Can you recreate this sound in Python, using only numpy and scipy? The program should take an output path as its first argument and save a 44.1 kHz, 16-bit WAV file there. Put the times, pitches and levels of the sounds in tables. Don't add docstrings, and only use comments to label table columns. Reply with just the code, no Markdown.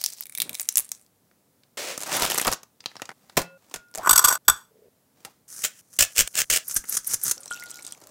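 import sys
import numpy as np
from scipy import signal
from scipy.fft import rfft, irfft
from scipy.io import wavfile

SR = 44100
rng = np.random.default_rng(int(sys.argv[2]) if len(sys.argv) > 2 else 0)


def master_out(mix):
    frames = np.transpose(np.atleast_2d(mix))
    ceiling = np.clip(frames, -1, 1)
    pcm = np.round(ceiling * 32767).astype(np.int16)
    wavfile.write(sys.argv[1], SR, pcm)


def magnitude_from_level(level_db):
    exponent = np.asarray(level_db, float) / 20
    return 10 ** exponent


N = 357210
SIZE = 4096

CUTS = [0, .24, .54, 1.772, 1.975, 2.8, 3.127, 3.576, 3.94, 4.378, 4.71, 5.477, 5.812, 6.13, 6.281, 6.445,
        6.64, 7.37, 7.95, 9]
LOW_NEXT = [0, 2, 1]
LOW_FIRST = [2, 0, 1]
# (attack from [dB], drift while held [dB], release [s], release [dB])
FLEX = (-10.5, 0.5, -0.01, -33)
# (frequency [Hz], density [dB per Hz])
AIR = [(15, -53.5), (25, -31), (108, -4), (263, -4), (326, -10.5), (476, -9.5), (1330, -20), (2840, -25),
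       (12900, -22), (16000, -21.5)]
# (frequency [Hz], density [dB per Hz])
SHELL = [(100, -36), (600, -22.5), (1500, -21), (2300, -8.5), (5000, -5.5), (9000, -0.5), (13000, -1.5),
         (16000, -2)]
# (frequency [Hz], density [dB per Hz])
FILM = [(100, -11), (500, -3.5), (1500, -5), (4500, -8), (7000, -6), (12000, -4.5), (16000, -9.5)]
# (frequency [Hz], density [dB per Hz])
FOOD = [(59, -48), (100, -9.5), (770, -6.5), (1030, -8.5), (2450, -20), (3160, -23), (15300, -16.5)]
# (frequency [Hz], density [dB per Hz])
LID = [(59, -62), (100, -30), (770, -21), (1010, -16.5), (4060, -20), (7970, -11.5), (15300, -11.5)]
# (frequency [Hz], width [Hz], height over the colour [dB])
LID_RINGS = [(1060, 180, 10), (1200, 110, 11), (1465, 110, 18), (3440, 250, 9.5), (4630, 130, 11),
             (5720, 100, 15), (6600, 350, 6), (7884, 260, 17), (8400, 250, 8), (10400, 200, 7),
             (12200, 230, 19), (12650, 350, 17), (13800, 270, 7)]


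def evened(x):
    return x / np.sqrt(np.mean(x ** 2) + 1e-20)


def read(points, hz):
    f, value = np.transpose(points)
    return np.interp(np.log(hz + 1), np.log(f + 1), value)


def add(mix, s, sound):
    part = mix[max(round(s * SR), 0):][:len(sound)]
    part += sound[:len(part)]


def body(colour, rings=(), split=9000):
    hz = np.fft.rfftfreq(SIZE, 1 / SR) + 1
    peaks = sum(magnitude_from_level(db) / np.hypot(1, 2 * (hz - f) / width) ** 2 for f, width, db in rings)
    gain = magnitude_from_level(read(colour, hz)) * (1 + peaks)
    bands = [(1800, split), (split, 30000), (100, 1800)]
    gains = [gain / np.sqrt((1 + (lo / hz) ** 6) * (1 + (hz / hi) ** 6)) for lo, hi in bands]
    cepstrum = irfft(np.log(np.array(gains) + 1e-9))
    cepstrum[:, 1:SIZE // 2] *= 2
    cepstrum[:, SIZE // 2 + 1:] = 0
    return irfft(np.exp(rfft(cepstrum)))[:, :SIZE // 2]


def strokes(rows, rule):
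    attack_db, hold_db, release_s, release_db = rule
    for s, attack_s, hold_s, db in rows:
        times = np.cumsum([s, attack_s, hold_s, abs(release_s)])
        levels = db + np.cumsum([attack_db, -attack_db, hold_db, release_db])
        yield [*zip(times, levels), (min(cut for cut in CUTS if cut > times[1]), None)]


def rub(curves, shape, follow_db, per_s, spread_db, grain_s, smooth):
    out = np.zeros(N)
    for *rows, (end, last_db) in curves:
        s, level_db = np.transpose(rows if last_db is None else rows + [(end, last_db)])
        stop = min(end, s[-1])
        t = np.arange(s[0] - .05, s[0] + 1.6, 1 / SR)
        chance = rng.random(len(t))
        size = rng.exponential(1, len(t))
        hiss = rng.standard_normal(len(t))
        count = round((stop - s[0] + .3) * SR)
        t, chance, size, hiss = (v[:count] for v in (t, chance, size, hiss))
        hits = magnitude_from_level(spread_db * np.minimum(size, 4)) * np.clip((per_s / SR - chance) * SR / 20, 0, 1)
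        grains = signal.lfilter([1], [1, -np.exp(-1 / (grain_s * SR))], hits)
        drive = (evened(grains) + smooth) * hiss
        bands = signal.fftconvolve(drive[None], shape, axes=1)[:, :len(t)]
        sound = sum(evened(b) * magnitude_from_level(db) for b, db in zip(bands, [0, *follow_db]))
        sound = sound * magnitude_from_level(np.interp(t, s, level_db))
        add(out, s[0], sound[(t >= s[0]) & (t < stop)])
    return out


def cracks(rows, shape, usual, power, rise_s=0.00033):
    out, t = np.zeros(N), np.arange(SIZE) / SR
    for s, db, *more in rows:
        second_db, third_db, life = more + usual[len(more):]
        fade = magnitude_from_level(-60 * (t / max(life, .002)) ** power)
        burst = rng.standard_normal(SIZE) * fade * (1 - np.exp(-t / rise_s))
        bands = signal.fftconvolve(burst[None], shape, axes=1)[:, :SIZE]
        bands /= abs(bands).max(axis=1, keepdims=True)
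        add(out, s, magnitude_from_level([db, db + second_db, db + third_db]) @ bands)
    return out


def snaps(rows, colour, share, lift_db, life, power, low_db=-18, rings=()):
    out, t = np.zeros(N), np.arange(SIZE // 2) / SR
    for s, db, hz, *own_low_db in rows:
        shape = body(colour, [(hz, share * hz, lift_db), *rings], split=30000)[::2]
        burst = rng.standard_normal(len(t)) * magnitude_from_level(-60 * (t / life) ** power)
        bands = signal.fftconvolve(burst[None], shape, axes=1)[:, :len(t)]
        bands /= abs(bands).max(axis=1, keepdims=True)
        add(out, s, magnitude_from_level([db, db + [*own_low_db, low_db][0]]) @ bands)
    return out


def glide(s, length, db, from_hz, to_hz, width_hz):
    t, out = np.arange(0, length, 1 / SR), np.zeros(N)
    noise = ([1, 1j] @ rng.standard_normal((2, SIZE * 4)))[:len(t)]
    slow = signal.lfilter([1], [1, -np.exp(-np.pi * width_hz / SR)], noise)
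    turn = np.exp(2j * np.pi * np.cumsum(from_hz + (to_hz - from_hz) * t / length) / SR)
    add(out, s, magnitude_from_level(db) * evened((slow * turn).real) * np.sin(np.pi * t / length) ** .5)
    return out


def air():
    hz = np.fft.rfftfreq(N, 1 / SR)
    tone = irfft(rfft(rng.standard_normal(N)) * magnitude_from_level(read(AIR, hz)), N)
    return magnitude_from_level(-65.5) * evened(tone)


def kitchen(x):
    # (frequency [Hz], t60 [s])
    room = [(200, 0.18), (1000, 0.27), (4000, 0.22), (12000, 0.11)]
    taps = np.zeros(SR // 2)
    at = np.arange(200, len(taps) - 20, 20)
    taps[at + rng.integers(0, 20, len(at))] = rng.choice([-1., 1.], len(at))
    hz, t, z = signal.stft(taps, SR, nperseg=256)
    tail = signal.istft(z * magnitude_from_level(-60 * t / read(room, hz)[:, None]), SR, nperseg=256)[1]
    edges = (np.array(CUTS) * SR).astype(int)
    shots = [signal.fftconvolve(x[a:b], tail)[:len(x[a:b])] for a, b in zip(edges, edges[1:])]
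    return np.concatenate(shots) / np.linalg.norm(tail)


def shell_rustle():
    # (time [s], level [dB])
    rustles = [
        [(0, -46.5), (.07, -38.5), (.15, -47), (.24, -46)],
        [(.24, -61.5), (.36, -54.5), (.42, -46.5), (.54, -54)],
        [(.54, -44), (.7, -49), (.8, -45), (.9, -57.5), (1.05, -60.5)],
    ]
    # (frequency [Hz], width [Hz], height [dB])
    hollows = [(5000, 1500, 8), (9000, 2000, 6), (9500, 4000, 6)]
    # (start [s], attack [s], hold [s], level [dB])
    drag = [(.38, .11, 0.047, -47)]
    out = rub(strokes(drag, FLEX), body(AIR)[LOW_FIRST], [-30, -30], 320, 2.3, 0.00197, .8)
    for curve, hollow in zip(rustles, hollows):
        shape = body(SHELL, [hollow], split=14000)
        out += rub([curve], shape, [-8, -14], per_s=400, spread_db=4.0, grain_s=0.00073, smooth=0.44)
    return out


def shell_snaps():
    # (time [s], peak [dB], favoured pitch [Hz])
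    rows = [(0.0144, -12.5, 5300), (0.0398, -2.5, 4710), (0.0464, -13, 5500), (0.0613, -5, 5240),
            (0.1022, -22, 5070), (0.1254, -24, 5480), (0.1346, -24, 7890), (0.1785, -32, 7810),
            (0.2084, -10.5, 13300), (0.2234, -27, 4160), (0.2354, -28, 8040), (0.2558, -24.5, 12200),
            (0.2674, -27.5, 10500), (0.2962, -25.5, 9470), (0.3232, -26, 8900), (0.3506, -16, 12200),
            (0.3755, -14.5, 8890), (0.3834, -12.5, 12200), (0.402, -5, 3660), (0.4189, -4, 10200),
            (0.4254, -14, 2330), (0.4938, -13, 2300), (0.5307, -23, 8520), (0.5454, -17.5, 4990),
            (0.5516, -14, 4440), (0.5975, -7.5, 6010), (0.6084, -10.5, 14000), (0.6154, -13, 9130),
            (0.6294, -24.5, 8030), (0.6888, -2.5, 6570), (0.7248, -23, 9750), (0.7404, -28.5, 10200),
            (0.7567, -3, 7000), (0.7716, 1.5, 10350), (0.7804, -1.5, 7500), (0.7894, -5.5, 10600),
            (0.7964, -8.5, 10900), (0.8044, -12.5, 11100), (0.847, -25, 8890), (0.8909, -29, 9050),
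            (0.9173, -8, 6400), (0.9494, -31, 6100), (1.0234, -47, 8000), (1.0634, -45, 4720)]
    # (frequency [Hz], width [Hz], height [dB])
    egg_rings = [(2300, 350, 7.5), (3830, 410, 9)]
    # (from [s], to [s])
    held_from, held_to = (.24, .605)
    held = [row for row in rows if held_from < row[0] < held_to]
    flakes = [row for row in rows if row not in held]
    out = snaps(flakes, SHELL, share=0.35, lift_db=12.5, life=.016, power=.6, low_db=-21.5)
    return out + snaps(held, SHELL, share=0.35, lift_db=6.5, life=.018, power=0.65, low_db=-15, rings=egg_rings)


def thumps():
    # (time [s], peak [dB])
    rows = [(0.771, -48.5), (2.217, -34), (2.471, -29.5), (3.369, -35), (3.742, -52), (4.11, -32),
            (4.242, -36.5), (4.479, -32.5), (5.99, -29), (6.186, -31.5), (6.385, -46), (6.498, -37),
            (6.762, -37), (6.965, -52), (7.135, -51), (7.31, -53)]
    out, t = np.zeros(N), np.arange(SIZE) / SR
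    for s, db in rows:
        push = signal.lfilter(*signal.butter(2, 90, fs=SR), rng.standard_normal(SIZE)) * t * np.exp(-t / 0.016)
        add(out, s - .005, magnitude_from_level(db) * push / abs(push).max())
    return out


def tray_pops():
    # (time [s], peak [dB], favoured pitch [Hz], low band relative [dB])
    rows = [(1.3134, -50, 2040, 1), (1.6347, -43.5, 3000, -16), (2.805, -32.5, 5330, -16),
            (2.8404, -36, 2640, -6), (2.8589, -13.5, 3460, -10.5), (2.9154, -40.5, 2130, 3),
            (2.9552, -35, 2110, 2.5), (2.9667, -28.5, 5040, -5), (2.9974, -36, 1870, 4),
            (3.019, -19.5, 1990, -3), (3.0545, -31.5, 6650, -9), (3.0914, -28.5, 2320, 3.5),
            (3.1044, -35, 1890, 4.5), (3.1154, -39, 1990, 5.5), (3.2969, -36.5, 1830, -5)]
    # (frequency [Hz], density [dB per Hz])
    pop = [(59, -44.5), (100, -9), (1510, -5), (2780, -11.5), (5120, -7.5), (15300, -28.5)]
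    return snaps(rows, pop, share=.45, lift_db=5.5, life=0.028, power=0.67)


def tray_slide():
    # (start [s], attack [s], hold [s], level [dB])
    rows = [
        (1.772, 0.0014, 0.14, -32.5),
        (2.8, 0.17, .12, -61.5),
    ]
    # (attack from [dB], drift while held [dB], release [s], release [dB])
    slide = (-7, -1, .07, -13)
    # (frequency [Hz], density [dB per Hz])
    wood = [(59, -44), (100, -17.5), (589, -2), (774, -5), (2090, -1.5), (3930, -8), (6660, -6.5),
            (15500, -7.5)]
    shape = body(wood, [(520, 200, 4)])[LOW_NEXT]
    return rub(strokes(rows, slide), shape, [-5, -11], per_s=2400, spread_db=1.7, grain_s=0.00099, smooth=0.96)


def film_peel():
    # (time [s], level [dB])
    pull = [(1.975, -46), (2.08, -36), (2.14, -25.5), (2.19, -30.5), (2.23, -25), (2.28, -28.5),
            (2.43, -36), (2.53, -33), (2.56, -62)]
    # (time [s], peak [dB], favoured pitch [Hz])
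    tears = [(1.9773, -15.5, 7140), (1.9924, -31, 10100), (2.0049, -23.5, 6900), (2.0137, -22, 7300),
             (2.0226, -22, 7180), (2.0335, -19.5, 7150), (2.0744, -25, 7680), (2.1174, -19, 6590),
             (2.1274, -15.5, 6050), (2.1424, -23, 5460), (2.1494, -15.5, 5760), (2.161, -18, 6920),
             (2.1675, -13.5, 10000), (2.1974, -17.5, 8960), (2.2215, -8, 5070), (2.233, -14, 3140),
             (2.2474, -11, 9670), (2.2622, -16, 3040), (2.3, -14, 3810), (2.3104, -14, 5820),
             (2.318, -12.5, 2970), (2.3444, -11.5, 8780), (2.3558, -18, 2710), (2.3779, -9.5, 10400),
             (2.383, -8.5, 6750), (2.3967, -9.5, 2530), (2.414, -11, 8300), (2.425, -19, 3180),
             (2.4485, -14, 3280), (2.4694, -11.5, 9020), (2.4781, -8, 3650), (2.5169, -14, 9320),
             (2.5258, -10.5, 5040), (2.5332, -11.5, 6590), (2.5434, -26, 3040), (2.632, -31.5, 5410)]
    # (start [s], attack [s], hold [s], level [dB])
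    flexes = [(2.06, 0.06, 0.1, -31.5), (2.2, 0.021, 0.026, -28), (2.45, 0.025, 0.015, -25)]
    # (frequency [Hz], density [dB per Hz])
    plastic = [(59, -52), (100, -11.5), (258, -14), (550, -6), (1030, -5.5), (1680, -8.5), (7170, -2),
               (15300, -5)]
    peel = rub([pull], body(FILM)[LOW_NEXT], [-7, -7], per_s=700, spread_db=3.8, grain_s=0.002, smooth=0.8)
    flex = rub(strokes(flexes, FLEX), body(plastic)[LOW_FIRST], [-9, -18],
               per_s=243, spread_db=-2.5, grain_s=0.0037, smooth=0.65)
    return peel + flex + snaps(tears, FILM, share=0.58, lift_db=9, life=.021, power=1.1, low_db=-9)


def food():
    # (start [s], attack [s], hold [s], level [dB])
    squelches = [(3.127, .23, 0.0045, -63), (3.576, .12, 0.055, -63), (3.94, .005, 0.041, -50),
                 (5.16, .04, 0.11, -63)]
    # (attack from [dB], drift while held [dB], release [s], release [dB])
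    squelch = (-7, 0.5, .1, -18)
    # (time [s], main peak [dB], second band [dB], third band [dB], length [s])
    slaps = [(3.369, -9, -6), (3.3727, -5, -4, -2, .11), (3.3907, -17, -25), (3.4166, -20, -26),
             (3.7402, -16, -18), (3.7594, -24, -21), (3.712, -38, -8, -4, .09), (5.2489, -24.5, -12, -10)]
    shape = body(FOOD)
    out = cracks(slaps, shape, [0, -11, .05], 0.63, rise_s=0.00046)
    return out + rub(strokes(squelches, squelch), shape, [-4, -3], 400, 2.2, 0.0018, 1.2)


def bowl():
    # (time [s], level [dB], favoured pitch [Hz], reach [octaves])
    blows = [(3.372, -41, 170, .3), (3.37, -40, 535, 0.5), (3.373, -38, 2500, 0.66), (7.372, -64, 540, .4),
             (7.38, -68, 1428, .4), (3.741, -50, 1400, 0.65), (7.405, -52, 9800, 0.17),
             (7.435, -58.5, 8000, 0.28), (7.478, -53, 5900, 0.41), (7.511, -38.5, 1428, 0.42),
             (7.507, -48, 8860, 0.27)]
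    # (frequency [Hz], split of the pair [Hz], t60 [s])
    modes = [(170, 11, .45), (540, 5, .8), (1428, 7.7, 1.0), (2638, 2, .4), (4124, 6, .15), (5846, 8, .15),
             (7677, 9, .15), (8230, 9, .12), (9485, 9, .15), (11500, 9, .1), (13500, 9, .12)]
    out = np.zeros(N)
    for s, db, blow_hz, reach in blows:
        t = np.arange(0, min(c for c in CUTS if c > s) - s, 1 / SR)
        strike = 1 + 2.4 * np.exp(-t / 0.0093)
        for hz, split, t60 in modes:
            share_db = -6. * (np.log2(hz / blow_hz) / reach) ** 2
            twin = 0.62 * (s > 7 or hz < 1000)
            pair = np.sin(2 * np.pi * hz * t) + twin * np.sin(2 * np.pi * (hz + split) * t)
            damping = 1.1 if s > 7.5 else 1
            add(out, s, magnitude_from_level(db + share_db - 60 * t / t60 * damping) * strike * pair)
    return out


def glove_grip():
    # (time [s], peak [dB], favoured pitch [Hz])
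    rows = [(3.698, -44, 7000), (3.885, -48, 5400), (3.9135, -42, 8880), (3.9404, -29.5, 5680),
            (3.9499, -15.5, 6970), (3.9564, -17, 7070), (3.9764, -19.5, 8970), (3.9834, -21.5, 6110)]
    return snaps(rows, FILM, share=.4, lift_db=13, life=.012, power=.8, low_db=-13)


def gliding_scrapes():
    # (start [s], length [s], level [dB], from [Hz], to [Hz], width [Hz])
    lid = [(3.972, 0.0354, -34.5, 610, 728, 120), (3.99, .075, -39, 791, 1242, 200)]
    # (start [s], length [s], level [dB], from [Hz], to [Hz], width [Hz])
    spoon = [(5.25, .04, -50, 800, 780, 60), (8.02, .12, -60, 600, 590, 50)]
    return sum(glide(*row) for row in [*lid, *spoon])


def lid_turn():
    # (start [s], attack [s], hold [s], level [dB])
    turns = [(4.0, 0.07, 0.28, -33)]
    # (attack from [dB], drift while held [dB], release [s], release [dB])
    turn = (-22.5, -13, 0.03, -25)
    # (time [s], main peak [dB], second band [dB], third band [dB])
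    slips = [(4.0352, -35.5, 8, -20.5), (4.0444, -33.5, 5, -18), (4.0581, -22, 8, -11),
             (4.0707, -13, 7, -12), (4.0923, 1, -9.5, -9), (4.1083, 1, -9, -13), (4.129, 1, -15, -12.5),
             (4.1535, -16.5, -3.5, -4), (4.1578, -1, -11, -6.5), (4.1766, 0.5, -15, -12),
             (4.1908, -1.5, -7, -13), (4.213, -20, 0, -8), (4.245, 1.5, -10, -11.5),
             (4.2544, -3, -11.5, -6), (4.2722, -10.5, -6, -13), (4.2811, -4.5, -7.5, -16),
             (4.285, -4, -9, -16), (4.3004, -14, -2, -14), (4.3071, -13, -4, -13), (4.3115, -10.5, -5, -10),
             (4.3233, -8.5, -7, -14.5), (4.3327, -16, -8, -4.5), (4.34, -17, -10.5, -3),
             (4.3516, -14, -6, -11)]
    out = rub(strokes(turns, turn), body(LID, LID_RINGS)[LOW_FIRST], [-6, -14], 330, 2.8, 0.0014, 0.53)
    for slip in slips:
        seat = rng.standard_normal((len(LID_RINGS), 2))
        rings = [(hz * (1 + .012 * a), w, db + 2.5 * b) for (hz, w, db), (a, b) in zip(LID_RINGS, seat)]
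        out += cracks([slip], body(LID, rings)[LOW_NEXT], [-8, -8, .02], 1.8, rise_s=0.0015)
    return out


def lid_pop():
    # (time [s], main peak [dB], second band [dB], third band [dB], length [s])
    pops = [
        (4.2233, -17.5, -12, -5, .02),
        (4.2405, -4, -8.5, -9.5, .02),
        (4.4804, 4.5, -9, -5.5, .025),
        (4.4963, 1.5, -14, -10.5, 0.018),
        (4.447, -47, -31, -2.5, 0.11),
    ]
    # (frequency [Hz], width [Hz], height [dB])
    freed_rings = [(1480, 130, 15), (3480, 200, 13)]
    # (start [s], attack [s], hold [s], level [dB])
    rows = [(4.49, .01, .01, -31)]
    # (attack from [dB], drift while held [dB], release [s], release [dB])
    ring = (-10.5, -4.5, 0.19, -36.5)
    freed = body(LID, LID_RINGS + freed_rings)
    out = cracks(pops[:2], body(LID, LID_RINGS)[LOW_NEXT], [], 1.5, rise_s=.002)
    out += cracks(pops[2:], freed[LOW_NEXT], [], 1.3, rise_s=.003)
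    return out + rub(strokes(rows, ring), freed, [-9, -4], 300, 1.5, .003, 1.5)


def jar_scoop():
    # (start [s], attack [s], hold [s], level [dB])
    rows = [(4.71, 0.148, 0.027, -55.5)]
    # (frequency [Hz], density [dB per Hz])
    colour = [(59, -80), (100, -37), (436, -13), (647, -10), (755, -30.5), (6000, -60), (7800, -80.5),
              (13200, -120)]
    # (frequency [Hz], width [Hz], height [dB])
    hollow = [(436, 91, 15)]
    return rub(strokes(rows, FLEX), body(colour, hollow)[LOW_FIRST], [-18, -40], 410, 3.9, 0.0032, 0.77)


def salt_shake():
    # (frequency [Hz], density [dB per Hz])
    salt = [(59, -49.5), (100, -17.5), (874, -27.5), (1480, -15.5), (4060, -14.5), (5930, -5), (9630, 8),
            (15300, -15)]
    # (frequency [Hz], width [Hz], height [dB])
    rings = [(6000, 1800, 4.5), (9700, 580, 1.2), (13800, 3200, 2.7)]
    # (start [s], attack [s], hold [s], level [dB])
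    tips = [(5.479, 0.11, 0.04, -32), (5.722, 0.051, 0.15, -51), (5.901, 0.045, 0.031, -46)]
    # (start [s], attack [s], hold [s], level [dB])
    shakes = [(6.679, 0.0018, 0.03, -35.5), (6.741, 0.009, 0.019, -34), (6.893, 0.0028, 0.055, -30),
              (7.07, 0.002, 0.049, -31), (7.234, 0.0025, 0.057, -29)]
    # (attack from [dB], drift while held [dB], release [s], release [dB])
    shake = (-20, 10.5, -0.12, -52)
    # (time [s], level [dB])
    trickle = [(5.82, -63), (6.15, -45.5), (7.37, -63)]
    # (time [s], main peak [dB], second band [dB], third band [dB], length [s])
    knocks = [(5.9328, -33), (5.9626, -30), (6.762, -1, -3, -20, .04), (6.8386, -28, -3, -6), (6.9484, -10),
              (6.968, -3.5), (7.1336, -6.5), (7.1397, -2.5), (7.2727, -18), (7.3105, -2)]
    high_first = [1, 0, 2]
    tube = body(salt, rings)
    loosen_s = 0.039
    loosen = [(s - loosen_s, loosen_s, 0, db - 2.5) for s, _, _, db in shakes]
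    slides = [*strokes(shakes, shake), *strokes(loosen + tips, FLEX), trickle]
    out = rub(slides, tube, [-3, -20], per_s=480, spread_db=5.0, grain_s=0.0014, smooth=0.88)
    landings = [(s, db + 19) for s, _, _, db in shakes]
    out += cracks(landings, body(salt, [(12200, 550, 14)])[high_first], [-12, -30, .022], 1.7, rise_s=0.0025)
    return out + cracks(knocks, tube, [-3, -22, .025], 1.28, rise_s=.003)


def mill_grind():
    # (frequency [Hz], density [dB per Hz])
    mill = [(59, -44), (100, -18), (275, -20.5), (665, -11), (893, -22.5), (1750, -4), (3810, -10.5),
            (7400, 3), (15300, 0)]
    # (frequency [Hz], width [Hz], height [dB])
    rings = [(2900, 900, 3)]
    # (start [s], attack [s], hold [s], level [dB])
    twists = [(5.632, 0.0055, 0.019, -17.5), (5.987, 0.0023, 0.041, -13.5), (6.15, 0.041, 0.017, -11.5),
              (6.338, 0.052, 0.017, -14.5), (6.499, 0.00079, 0.065, -17)]
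    # (attack from [dB], drift while held [dB], release [s], release [dB])
    grind = (-28, -1, 0.063, -55.5)
    settle = (4, -10.5, -1, -22)
    # (time [s], peak [dB])
    crushes = [(5.6198, -25), (5.9892, -4), (6.026, -2.5), (6.0494, -13), (6.1623, -14), (6.1721, -11),
               (6.2753, -12.5), (6.354, -11), (6.367, -15), (6.4174, -4.5), (6.5449, -18), (6.5732, -7),
               (6.5842, -16)]
    burrs = body(mill, rings)
    crumbs = [(s + attack_s + hold_s, 0, 0, db - 24.5) for s, attack_s, hold_s, db in twists]
    curves = [*strokes(twists, grind), *strokes(crumbs, settle)]
    out = rub(curves, burrs, [-5, -13], per_s=750, spread_db=3.3, grain_s=0.0012, smooth=0.58)
    return out + cracks(crushes, burrs, [-5, -14, .012], 0.64)


def water():
    # (frequency [Hz], density [dB per Hz])
    colour = [(35, -46), (60, -22.5), (785, -19), (1010, -28), (1410, -13), (1550, -23), (8120, 9),
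              (16000, -18.5)]
    # (start [s], attack [s], hold [s], level [dB])
    fizz = [(7.37, 0.2, .37, -45), (7.95, .01, 0.15, -53)]
    # (attack from [dB], drift while held [dB], release [s], release [dB])
    pour = (-6, -3, 2, -7)
    # (time [s], peak [dB], pitch [Hz])
    drops = [(7.379, -23.5, 5370), (7.433, -28, 6600), (7.458, -21, 8450), (7.5177, -25, 3040),
             (7.5257, -20, 7400), (7.535, -21, 5540), (7.574, -31.5, 2600), (7.607, -27, 7900),
             (7.6245, -27, 1980), (7.659, -30, 9400), (7.7135, -19.5, 7630), (7.552, -36, 2600),
             (7.79, -32.5, 2150), (7.824, -29, 8700), (7.849, -21, 7860), (7.866, -19, 8900),
             (7.876, -22.5, 7850), (7.906, -42.5, 4800), (7.923, -17, 8400)]
    shape, t = body(colour), np.arange(2000) / SR
    out = rub(strokes(fizz, pour), shape, [-4, -11], per_s=270, spread_db=6.5, grain_s=0.0018, smooth=0.41)
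    when, size, pitch = rng.random((200, 3)).T
    swarm = zip(7.5 + .44 * when, -46. + 13.0 * size ** 3, 3000 * 4 ** pitch)
    for (s, db, hz), short in zip([*drops, *swarm], [*np.ones(len(drops)), *size]):
        life = 9.1 / hz * max(short, .45)
        bubble = np.sin(2 * np.pi * hz * t * (1 + 0.035 * t / life)) * np.exp(-t / life)
        add(out, s, magnitude_from_level(db - 4.5) * bubble)
    ticks = [(s, db - 3.0) for s, db, hz in drops]
    slosh_curve = [(7.37, -62), (7.75, -59), (8.1, -57)]
    slosh = rub([slosh_curve], body(FOOD)[LOW_FIRST], [-2.5, -12], 150, 4, .004, .6)
    return out + slosh + cracks(ticks, shape, [-4, -20, .008], 1.0)


def spatter():
    # (time [s], peak [dB], favoured pitch [Hz])
    rows = [(7.4792, -26.5, 5750), (7.544, -26, 5890), (7.56, -29, 2630), (7.598, -29, 4540),
            (7.6374, -24, 1910), (7.765, -46, 450), (7.6899, -37, 5950), (7.6974, -30, 5780),
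            (7.7063, -24, 7640), (7.7425, -29.5, 5490), (7.7573, -29, 6120), (7.771, -35, 4180),
            (7.7974, -40, 2450), (7.828, -30, 8180), (7.9094, -32, 4700), (7.9494, -40, 2210),
            (7.9867, -47, 2190), (8.003, -42, 1870), (8.0711, -29, 1300), (8.0914, -44, 7990)]
    return snaps(rows, SHELL, share=0.26, lift_db=19, life=0.014, power=0.82)


def scene():
    close = shell_rustle() + shell_snaps() + tray_pops() + tray_slide() + film_peel()
    close += food() + bowl() + glove_grip() + lid_turn() + lid_pop() + jar_scoop()
    close += salt_shake() + mill_grind() + water() + spatter()
    return (close + magnitude_from_level(-16) * kitchen(close) + gliding_scrapes() + thumps() + air())[None]


def band_limit(x):
    return signal.sosfilt(signal.butter(12, 16500, fs=SR, output="sos"), x)


def record(dry):
    lowpass = signal.firwin(255, 15900, window=("kaiser", 8), fs=SR)
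    limited = signal.oaconvolve(dry, lowpass[None], "same")
    mix = np.clip(limited, -1, 1)
    return band_limit(mix)


dry = scene()
out = record(dry)
master_out(out)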